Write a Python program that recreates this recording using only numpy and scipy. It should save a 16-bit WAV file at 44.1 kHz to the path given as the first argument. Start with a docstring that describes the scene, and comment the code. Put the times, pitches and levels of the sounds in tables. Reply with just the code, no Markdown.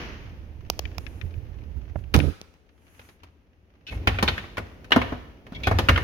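"""In a kitchen, a wire dishwasher rack is rolled along its rails close to a hand-held microphone.
The hand is deep noise, clicks and dull bumps on the casing; the rolling is coloured grainy noise led by speed.
Squeaks are narrow noise bands; each knock layers noise bursts with decaying pings and a low shudder.
Blows set the modes of basket and tub ringing, and decaying noise bands give the room's reflections."""
import sys
import numpy as np
from scipy import signal
from scipy.fft import rfft, irfft, next_fast_len
from scipy.io import wavfile
from scipy.ndimage import uniform_filter1d

SR = 44100
rng = np.random.default_rng(int(sys.argv[2]) if len(sys.argv) > 2 else 0)


def persist_wave(psi):
    """Save psi, clipped to +-1, as 16-bit WAV."""
    counts = np.round(np.clip(psi, -1, 1) * 32767).astype(np.int16)
    wavfile.write(sys.argv[1], SR, np.atleast_2d(counts).T)


N = 265923
TIME = np.arange(N) / SR
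BLOW = SR // 4  # samples in one blow
AGE = np.arange(BLOW) / SR
LONG_AGE = np.arange(SR) / SR  # for the longer ringing and the room


def from_db(db):
    """Decibels to gain."""
    return 10 ** (np.asarray(db) / 20)


def rms_one(x):
    """Scale to rms 1."""
    return x / np.sqrt(np.mean(x ** 2) + 1e-20)


def blow_one(x):
    """Scale a blow to the energy of 20 ms at rms 1."""
    return rms_one(x) * np.sqrt(0.02 * SR / x.shape[-1])


def in_time(rows):
    """Interpolate each column of an automation curve, sample by sample."""
    times, *columns = np.transpose(rows)
    return [np.interp(TIME, times, column) for column in columns]


def at_hz(points, hz):
    """Read a table on a log-frequency axis."""
    table_hz, value = np.transpose(points)
    return np.interp(np.log(hz + 1e-3), np.log(table_hz), value)


def add(out, start_s, x):
    """Mix x into out from start_s."""
    i = max(round(start_s * SR), 0)
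    out[:, i:i + x.shape[-1]] += x[..., :N - i]


def panned(x, pan_db):
    """Set the left-over-right level while keeping the total power."""
    gains = from_db(np.array([[0.5], [-0.5]]) * pan_db)
    return x * gains / np.sqrt(np.mean(gains ** 2, axis=0))


def dying(age, t60):
    """Free exponential decay, 60 dB down after t60 seconds."""
    return np.exp(-np.log(1000) * age / max(t60, 0.002))


def swelling(age, rise_s):
    """Attack that builds up exponentially over rise_s."""
    return 1 - np.exp(-age / max(rise_s, 1e-5))


def swell(peak_s, rise_s, fall_s):
    """Bell-shaped envelope that peaks at peak_s."""
    return np.exp(-((TIME - peak_s) / np.where(TIME < peak_s, rise_s, fall_s)) ** 2)


def band(x, hz, spread, order=2):
    """Band-pass reaching a factor 1 + spread to either side of hz."""
    edges = [hz / (1 + spread), min(hz * (1 + spread), SR * 0.45)]
    sos = signal.butter(order, edges, "band", fs=SR, output="sos")
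    return signal.sosfilt(sos, x + 1e-18)


def filtered(x, spectrum):
    """Minimum-phase filter with the given spectral shape, built by folding its cepstrum."""
    size = 2 * next_fast_len(x.shape[-1] * 5 // 8)
    hz = np.arange(size // 2 + 1) * SR / size
    cepstrum = irfft(np.log(from_db(at_hz(spectrum, hz))))
    cepstrum[1:size // 2] *= 2
    cepstrum[size // 2 + 1:] = 0
    response = np.exp(rfft(cepstrum))
    return irfft(rfft(x, size) * response)[..., :x.shape[-1]]


# stereo width: (frequency [Hz], side against mid [dB])
STEREO_WIDTH = [(40, -11.5), (200, -14), (500, -8), (1200, 1), (16000, -1.5)]


def coloured(pair, spectrum):
    """Mid and side from two unrelated signals make a coloured left and right, more alike in the bass."""
    side = filtered(pair[1], STEREO_WIDTH)
    return filtered(pair[0] + side * [[1], [-1]], spectrum)


def chatter(t60, grain_db, rise_s):
    """A dying shower of uneven micro-contacts, as two unrelated noises."""
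    unevenness = np.clip(rng.standard_normal(BLOW), -2, 2)
    contacts = rng.standard_normal((2, BLOW)) * from_db(grain_db * unevenness)
    return contacts * dying(AGE, t60) * swelling(AGE, rise_s)


def ringing(modes, age, lag_s=0.00023):
    """Decaying sines, each with its own lag between the microphones; a mode's level sets its energy."""
    total = 0
    for hz, db, t60 in modes:
        lags = lag_s * rng.standard_normal((2, 1))
        wave = np.sin(2 * np.pi * (hz * (age + lags) + rng.random()))
        total = total + from_db(db) * np.sqrt(0.1 / t60) * dying(age, t60) * wave
    return total


def arriving(pair, lag_s, diffuse):
    """One direct sound reaches the microphones a moment apart, with a scattered part of opposite sign."""
    left, right = pair[0] + diffuse * pair[1], pair[0] - diffuse * pair[1]
    late_left = np.interp(AGE - max(lag_s, 0), AGE, left, left=0)
    late_right = np.interp(AGE + min(lag_s, 0), AGE, right, left=0)
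    return np.array([late_left, late_right])


def steady(spectrum, grain_db):
    """Dense uneven grains with the given colour; rms 1."""
    grains = rng.standard_normal((2, N)) * from_db(grain_db * rng.standard_normal(N))
    return rms_one(coloured(grains, spectrum))


def low_rumble(spectrum):
    """Deep structure-borne noise, levelled over a twelfth of a second."""
    rumble = steady(spectrum, 0)
    power = uniform_filter1d(np.mean(rumble ** 2, axis=0), size=SR // 12)
    return rumble / np.sqrt(power)


# decay of the room: (frequency [Hz], t60 [s])
ROOM_DECAY = [(60, 0.22), (300, 0.54), (1200, 0.72), (4000, 0.7), (8000, 0.86), (16000, 0.67)]


def kitchen(x, build_s=0.0014):
    """Diffuse reflections of a hard room: noise bands that each die at their own rate."""
    edges = np.geomspace(60, 17000, 11)
    tail = 0
    for low, high in zip(edges, edges[1:]):
        hz = np.sqrt(low * high)
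        noise = band(rng.standard_normal((2, SR)), hz, high / hz - 1)
        tail = tail + noise * dying(LONG_AGE, at_hz(ROOM_DECAY, hz))
    tail = rms_one(tail * swelling(LONG_AGE, build_s)) / np.sqrt(SR)
    return signal.fftconvolve(x, tail, axes=1)[:, :N]


# colours of wheel rumble, wire rattle and plastic hiss: (frequency [Hz], relative level [dB])
WHEEL_COLOUR = [(90, -13.5), (160, 5), (300, 6), (500, -0.5), (900, -11), (1600, -36.5)]
WIRE_COLOUR = [(500, -9), (900, -0.5), (1800, 0.5), (2800, -1), (3800, -10.5), (6300, -14.5), (8000, -38)]
PLASTIC_COLOUR = [(4000, -16.5), (6500, 9), (11000, 9.5), (16000, -6.5)]


def settling(level_db=-37.5, t60=0.95, rumble_db=-3, hiss_db=-33):
    """The wires still rustle from an earlier shake: grainy noise dying away smoothly."""
    rustle = steady(WIRE_COLOUR, 3)
    rustle = rustle + from_db(rumble_db) * steady(WHEEL_COLOUR, 3)
    rustle = rustle + from_db(hiss_db) * steady(PLASTIC_COLOUR, 3)
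    return from_db(level_db) * dying(TIME, t60) * rustle


# how firmly the hand holds the casing, until it lets go:
# (time [s], rumble level before trim [dB], left over right [dB])
HAND_GRIP = [(0, -38.5, -3.5), (.8, -37.5, -10.5), (2.1, -34, -15.5), (2.3, -16.5, -32), (2.34, -51, 16),
             (2.6, -60.5, 33), (3.1, -59, 10.5), (3.85, -58, 0)]
# the hand shifts and the rumble swells: (time [s], level before trim [dB])
HAND_SHIFTS = [(0.862, -28), (.99, -34), (1.26, -23), (1.371, -26.5), (1.778, -27), (1.98, -26.5),
               (2.169, -12.5), (2.28, -36)]
# colour of the hand's rumble: (frequency [Hz], relative density [dB per Hz])
HAND_COLOUR = [(20, -13), (35, -11.5), (55, 2.5), (80, 2), (120, -9.5), (200, -24), (400, -32.5),
               (900, -66.5)]


def handling(trim_db=-2, shift_s=0.024):
    """The grip rumbles through the casing and swells whenever the hand shifts."""
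    grip_db, pan_db = in_time(HAND_GRIP)
    # shift_s is the rise and the fall of a swell
    shifting = sum(from_db(db) * swell(s, shift_s, shift_s) for s, db in HAND_SHIFTS)
    level = from_db(trim_db) * np.hypot(from_db(grip_db), shifting)
    return panned(level * low_rumble(HAND_COLOUR), pan_db)


def jiggle(per_s=26, t60=0.05):
    """Loose tines touch at random, each touch a brief decaying burst; an envelope of rms 1."""
    touches = (rng.random(N) < per_s / SR) * rng.uniform(0.4, 1, N)
    return rms_one(signal.fftconvolve(touches, dying(AGE, t60))[:N])


# how fast the rack rolls, as a wheel level: (time [s], level [dB])
ROLL_SPEED = [(0, -50), (.62, -57), (.85, -50.5), (1.4, -54), (2.25, -58.5), (2.6, -66.5), (3.05, -64),
              (3.5, -68), (3.85, -64), (3.92, -47.5), (4.28, -45), (4.5, -52), (4.9, -53.5), (5.03, -44),
              (5.44, -58), (5.6, -45), (5.75, -41.5), (6.03, -41)]
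# plastic slides along the rail: (peak time [s], level before layer gain [dB], rise [s], fall [s])
RAIL_SLIDES = [(1.011, -62, 0.027, 0.28), (1.98, -68, .03, 0.05), (3.06, -61.5, 0.21, 0.088),
               (3.928, -57, 0.025, 0.053)]
# the cabinet under a rolling rack: (frequency [Hz], relative density [dB per Hz])
CABINET_COLOUR = [(25, -24.5), (50, -1), (80, 1.5), (120, -6), (200, -22.5), (400, -41.5), (900, -66)]
USUAL_SPEED_DB = -51.5
RATTLE_FOLLOWS, HISS_FOLLOWS, DRONE_FOLLOWS = 0.87, 0.6, 1.4  # dB per dB of speed


def rolling(rumble_db=-49.5, rattle_db=-58, hiss_db=-79, drone_db=-46):
    """Speed drives wheel rumble, wire rattle, plastic hiss and cabinet drone; slides add rattle and hiss."""
    speed_db = in_time(ROLL_SPEED)[0] - USUAL_SPEED_DB
    touching = rms_one(np.hypot(1, 0.7 * jiggle()))
    sliding = sum(from_db(db) * swell(s, rise_s, fall_s) for s, db, rise_s, fall_s in RAIL_SLIDES)
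    rattle = np.hypot(from_db(rattle_db + RATTLE_FOLLOWS * speed_db), 1.13 * sliding)
    hiss = np.hypot(from_db(hiss_db + HISS_FOLLOWS * speed_db), sliding)
    out = from_db(rumble_db + speed_db) * steady(WHEEL_COLOUR, 4)
    out += rattle * touching * steady(WIRE_COLOUR, 2.4)
    out += hiss * steady(PLASTIC_COLOUR, 3)
    return out + from_db(drone_db + DRONE_FOLLOWS * speed_db) * low_rumble(CABINET_COLOUR)


# small plastic ticks: (time [s], level before trim [dB])
PLASTIC_TICKS = [(0.853, -21.5), (1.0655, -23), (1.213, -22), (1.3395, -39), (1.6174, -44), (2.0383, -41.5),
                 (2.201, -12.5)]


def ticks(hz=2200, t60=0.02, trim_db=-17, pan_db=15):
    """Light plastic ticks beside the left microphone: short band-passed noise bursts."""
    out = np.zeros((2, N))
    for s, db in PLASTIC_TICKS:
        tick = blow_one(band(chatter(t60, 0.87, 0.00038), hz, 0.28))
        add(out, s, from_db(db + trim_db) * tick)
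    return panned(out, pan_db)


# fingers snapping on the casing:
# (time [s], snap before trim [dB], thump before trim [dB], t60 [s], left over right [dB])
FINGER_TAPS = [(.7, -23, -21.5, 0.0079, -8.5), (0.792, -29, -30, 0.011, 4), (0.9818, -35.5, -30, 0.01, -13),
               (2.152, -43.5, -22, 0.013, -13.5), (2.1633, -29, -26, 0.0057, 3.5),
               (2.19, -37.5, -23, 0.014, -6), (2.4147, -42.5, -40.5, 0.0027, -4.5),
               (2.54, -67, -57, 0.0081, 2.5)]
# dull bumps of the palm: (time [s], level [dB], top frequency [Hz], t60 [s])
PALM_BUMPS = [(1.957, -28.5, 606, 0.017), (2.147, -15, 386, 0.1), (2.163, -13.5, 171, 0.22),
              (2.19, -23, 385, 0.21), (2.233, -25.5, 443, 0.13), (2.272, -28, 354, 0.1)]
# colours of a finger snap, and of the tub, which also serves the thump:
# (frequency [Hz], relative level [dB])
SNAP_COLOUR = [(700, 1), (1400, -11), (2800, 1), (4000, -5), (5500, -3.5), (9000, -12.5), (15000, -13)]
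TUB_COLOUR = [(90, -19.5), (170, 2.5), (260, -4.5), (450, -3.5), (800, -5), (1300, -12.5), (3000, -50)]


def taps(snap_db=-1.0, thump_db=-6.0, bump_pan_db=-14):
    """Noise bursts on the casing: sharp snaps with a short thump, and dull palm bumps at the right."""
    out = np.zeros((2, N))
    for s, snap, thump, t60, pan_db in FINGER_TAPS:
        tap = from_db(snap + snap_db) * blow_one(coloured(chatter(t60, 4, 0.0001), SNAP_COLOUR))
        tap += from_db(thump + thump_db) * blow_one(coloured(chatter(t60, 4.5, 0.0001), TUB_COLOUR))
        add(out, s, panned(tap, pan_db))
    for s, db, top_hz, t60 in PALM_BUMPS:
        soft = signal.butter(3, [85, max(top_hz, 120)], "band", fs=SR, output="sos")
        bump = blow_one(signal.sosfilt(soft, chatter(t60, 4.5, 0.0015)[0]))
        add(out, s, panned(from_db(db) * bump, bump_pan_db))
    return out


# wires left ringing by the jolt: (frequency [Hz], relative level [dB], t60 [s])
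JOLTED_WIRES = [(533, -2, 1.2), (2019, -12, .6), (2665, -4, .6), (9760, 4, .5), (9820, 0, .4),
                (9900, 1, .45)]


def jolt(start_s=2.14, level_db=-40):
    """The first hard jolt to the rack leaves a few wires singing as decaying sines."""
    out = np.zeros((2, N))
    add(out, start_s, from_db(level_db) * ringing(JOLTED_WIRES, LONG_AGE))
    return out


# wheel squeaks: (time [s], length [s], lower band [Hz], upper band [Hz], level [dB])
WHEEL_SQUEAKS = [(3.867, 0.033, 2600, 2925, -40), (3.868, 0.031, 3680, 4140, -55),
                 (3.872, 0.013, 1524, 5350, -53), (3.906, 0.028, 2154, 2540, -45),
                 (5.53, 0.038, 157, 219, -45.5), (5.548, 0.021, 2260, 3280, -41.5),
                 (5.634, 0.011, 2333, 2670, -34), (5.636, 0.054, 2510, 3350, -33.5)]


def squeaks(width=0.0063, upper_db=-3, rasp_hz=3000, rasp_db=-7):
    """A dry wheel sticks and slips on its axle: a noise burst rasps and drives two narrow resonances."""
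    out = np.zeros((2, N))
    for s, length_s, lower_hz, upper_hz, db in WHEEL_SQUEAKS:
        slips = rng.standard_normal((2, BLOW)) * (AGE < length_s)
        squeak = blow_one(band(slips, lower_hz, width, order=1))
        squeak = squeak + from_db(upper_db) * blow_one(band(slips, upper_hz, width, order=1))
        squeak = squeak + from_db(rasp_db) * blow_one(band(slips, rasp_hz, 0.3))
        add(out, s, from_db(db) * squeak)
    return out


# wire basket and tub: (frequency [Hz], relative level [dB], t60 [s])
BASKET_MODES = [(209, -8, .3), (244.5, 1.5, 0.14), (445, -10, 0.53), (538, -8, 0.34), (746, -1, 0.2),
                (961, -4, 0.27), (1180, -17, .18), (1472, -10, 0.12), (1810, -1, 0.16), (2170, -6, .2),
                (2600, -7.5, 0.22), (2880, -11, 0.21), (3050, -10, .2), (3460, -8.5, 0.18),
                (3861, -11, 0.15), (4070, -11.5, .2), (4310, -8.5, .22), (6530, -10.5, .3), (9900, -9, .4)]


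def rack(x, ring_db=-48.5):
    """Blows set the wires and the tub ringing, by convolution with their decaying modes."""
    return from_db(ring_db) * signal.fftconvolve(x, ringing(BASKET_MODES, LONG_AGE), axes=1)[:, :N]


# rack knocks, levels before each layer's trim: (time [s], clack [dB], lower ping [Hz],
# upper ping [Hz], crack [dB], tub [dB], thud [dB])
RACK_KNOCKS = [ (2.14, -24, 1307, 2800, -25.5, -25.5, -40), (2.993, -53, 1470, 2510, -59, -55.5, -50),
               (3.088, -63, 1760, 2620, -60.5, -62.5, -74), (3.233, -59, 610, 2650, -57, -53, -48),
               (3.922, -47, 690, 2210, -68, -41.5, -31.5), (3.959, -61, 1540, 3320, -65, -56, -26),
               (4.072, -18.5, 1435, 2480, -31, -22.5, -17.5), (4.144, -42.5, 820, 2620, -64, -53, -26),
               (4.186, -28.5, 1495, 2400, -48, -33.5, -30), (4.2261, -29.5, 434, 1300, -27, -22.5, -23),
               (4.231, -30.5, 186, 250, -50, -36, -40), (4.277, -22.5, 2404, 3600, -43, -33.5, -45),
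               (4.283, -25.5, 1420, 3980, -42, -29.5, -30), (4.285, -25, 3700, 4310, -42, -43, -27),
               (4.378, -32, 1640, 2150, -49, -41.5, -43), (4.44, -48, 1155, 1980, -65, -48, -50),
               (4.570, -37, 1064, 2294, -47.5, -54, -42), (4.579, -33.5, 697, 1440, -42.5, -30.5, -31),
               (4.843, -54, 1530, 2480, -57, -55, -65), (4.906, -44, 1760, 2820, -50.5, -37, -49),
               (4.9188, -14, 1770, 2900, -35, -23, -45), (4.9607, -21, 226, 260, -35, -17.5, -23),
               (5.0155, -29.5, 1050, 2220, -47.5, -33, -35), (5.122, -39, 279, 607, -61.5, -31, -30.5),
               (5.466, -53, 1680, 2180, -62.5, -50.5, -53), (5.521, -46, 181, 226, -60, -49, -61),
               (5.670, -24.5, 760, 1510, -34, -23.5, -17), (5.712, -28, 425, 660, -44, -24, -14),
               (5.7862, -29.5, 917, 1220, -30.5, -23.5, -19), (5.787, -30, 3570, 3715, -52, -45, -53),
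               (5.886, -17, 1402, 2786, -30, -23.5, -33), (5.891, -20, 1210, 1450, -30.5, -22.5, -11.5),
               (5.959, -25, 1426, 3066, -52, -38, -29), (5.975, -27, 1210, 2100, -43, -29.5, -40)]
# door and cabinet shuddering, before random spread: (frequency [Hz], relative level [dB], t60 [s])
SHUDDER_MODES = [(63.4, -1.5, 0.19), (81.9, 1.5, 0.2), (97.8, -1.5, 0.22), (158.9, -10, 0.075)]
# colour of the contact's crack: (frequency [Hz], relative level [dB])
CRACK_COLOUR = [(2500, 3), (4000, -0.5), (6300, -8), (8000, -6), (12000, -13.5), (16000, -18)]
# a contact that pings higher also clacks brighter; one that pings lower rings more than it clacks
USUAL_PING_HZ, USUAL_CLACK_HZ = 1540, 1764
CLACK_FOLLOWS, PING_DB_PER_OCTAVE = 0.28, -3  # octaves per octave of ping; dB per octave


def shuddering():
    """The door and cabinet shudder in low modes, a little different at every blow."""
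    total = 0
    for hz, db, t60 in SHUDDER_MODES:
        gain = from_db(db + rng.normal(0, 2.5))
        total = total + gain * dying(AGE, t60) * np.sin(2 * np.pi * hz * rng.normal(1, 0.035) * AGE)
    return total


def knocks(clack_db=-1.5, ping_db=-1, tub_db=0.0, crack_db=4.5, thud_db=-0.5, spread=0.65,
           clack_t60=0.065, tub_t60=0.098, ping_t60=0.045, crack_t60=0.069, grain_db=4,
           rise_s=0.00084, thud_rise_s=0.018, lag_s=0.000419, diffuse=0.57):
    """A wheel drops: the contact cracks, the basket clacks and pings, the tub booms, the door shudders."""
    blows, tones = np.zeros((2, 2, N))
    for s, clack, lower_hz, upper_hz, crack, tub, thud in RACK_KNOCKS:
        octaves = np.log2(np.sqrt(lower_hz * upper_hz) / USUAL_PING_HZ)
        clack_hz = USUAL_CLACK_HZ * 2 ** (CLACK_FOLLOWS * octaves)
        ping = clack + PING_DB_PER_OCTAVE * octaves

        clacking = blow_one(band(chatter(clack_t60, grain_db, rise_s), clack_hz, spread, order=3))
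        blow = from_db(clack + clack_db) * clacking
        blow = arriving(blow, lag_s * rng.uniform(-1.32, 1.6), diffuse) / np.hypot(1, diffuse)
        cracking = coloured(chatter(crack_t60, grain_db, rise_s / 2), CRACK_COLOUR)
        blow += from_db(crack + crack_db) * blow_one(cracking)
        booming = coloured(chatter(tub_t60, grain_db, rise_s / 2), TUB_COLOUR)
        blow += from_db(tub + tub_db) * blow_one(booming)
        add(blows, s, blow)

        # each point of contact favours two well-damped resonances
        pings = ringing([(lower_hz, 0, ping_t60), (upper_hz, 0, ping_t60)], AGE)
        tone = from_db(ping + ping_db) * blow_one(pings * swelling(AGE, rise_s))
        shudder = blow_one(shuddering() * swelling(AGE, thud_rise_s))
        add(tones, s, tone + from_db(thud + thud_db) * shudder)
    return blows, tones


def scene(room_db=-12, tone_room_db=-17, tap_room_db=-25, tap_ring_db=-18):
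    """The rack sounds into the room; the taps and ticks on the casing stay nearly dry."""
    blows, tones = knocks()
    near = taps() + ticks()
    basket = blows + squeaks() + rack(blows + from_db(tap_ring_db) * near)
    room_send = from_db(room_db) * basket + from_db(tone_room_db) * tones + from_db(tap_room_db) * near
    background = kitchen(room_send) + settling() + handling() + rolling()
    return background + near + jolt() + tones + basket


# microphone port: (frequency [Hz], level [dB])
PORT_RESPONSE = [(6300, 0), (6900, -3.5), (7400, -14.5), (8500, -10), (9700, -5), (11000, -1)]


def record(dry, cutoff_hz=16200):
    """The microphone port dips deepest near 7.4 kHz; peaks are rounded and the top is cut."""
    x = 1.3 * np.tanh(filtered(dry, PORT_RESPONSE) / 1.3)
    return signal.sosfilt(signal.ellip(10, 0.3, 80, cutoff_hz, fs=SR, output="sos"), x)


dry = scene()
out = record(dry)
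persist_wave(out)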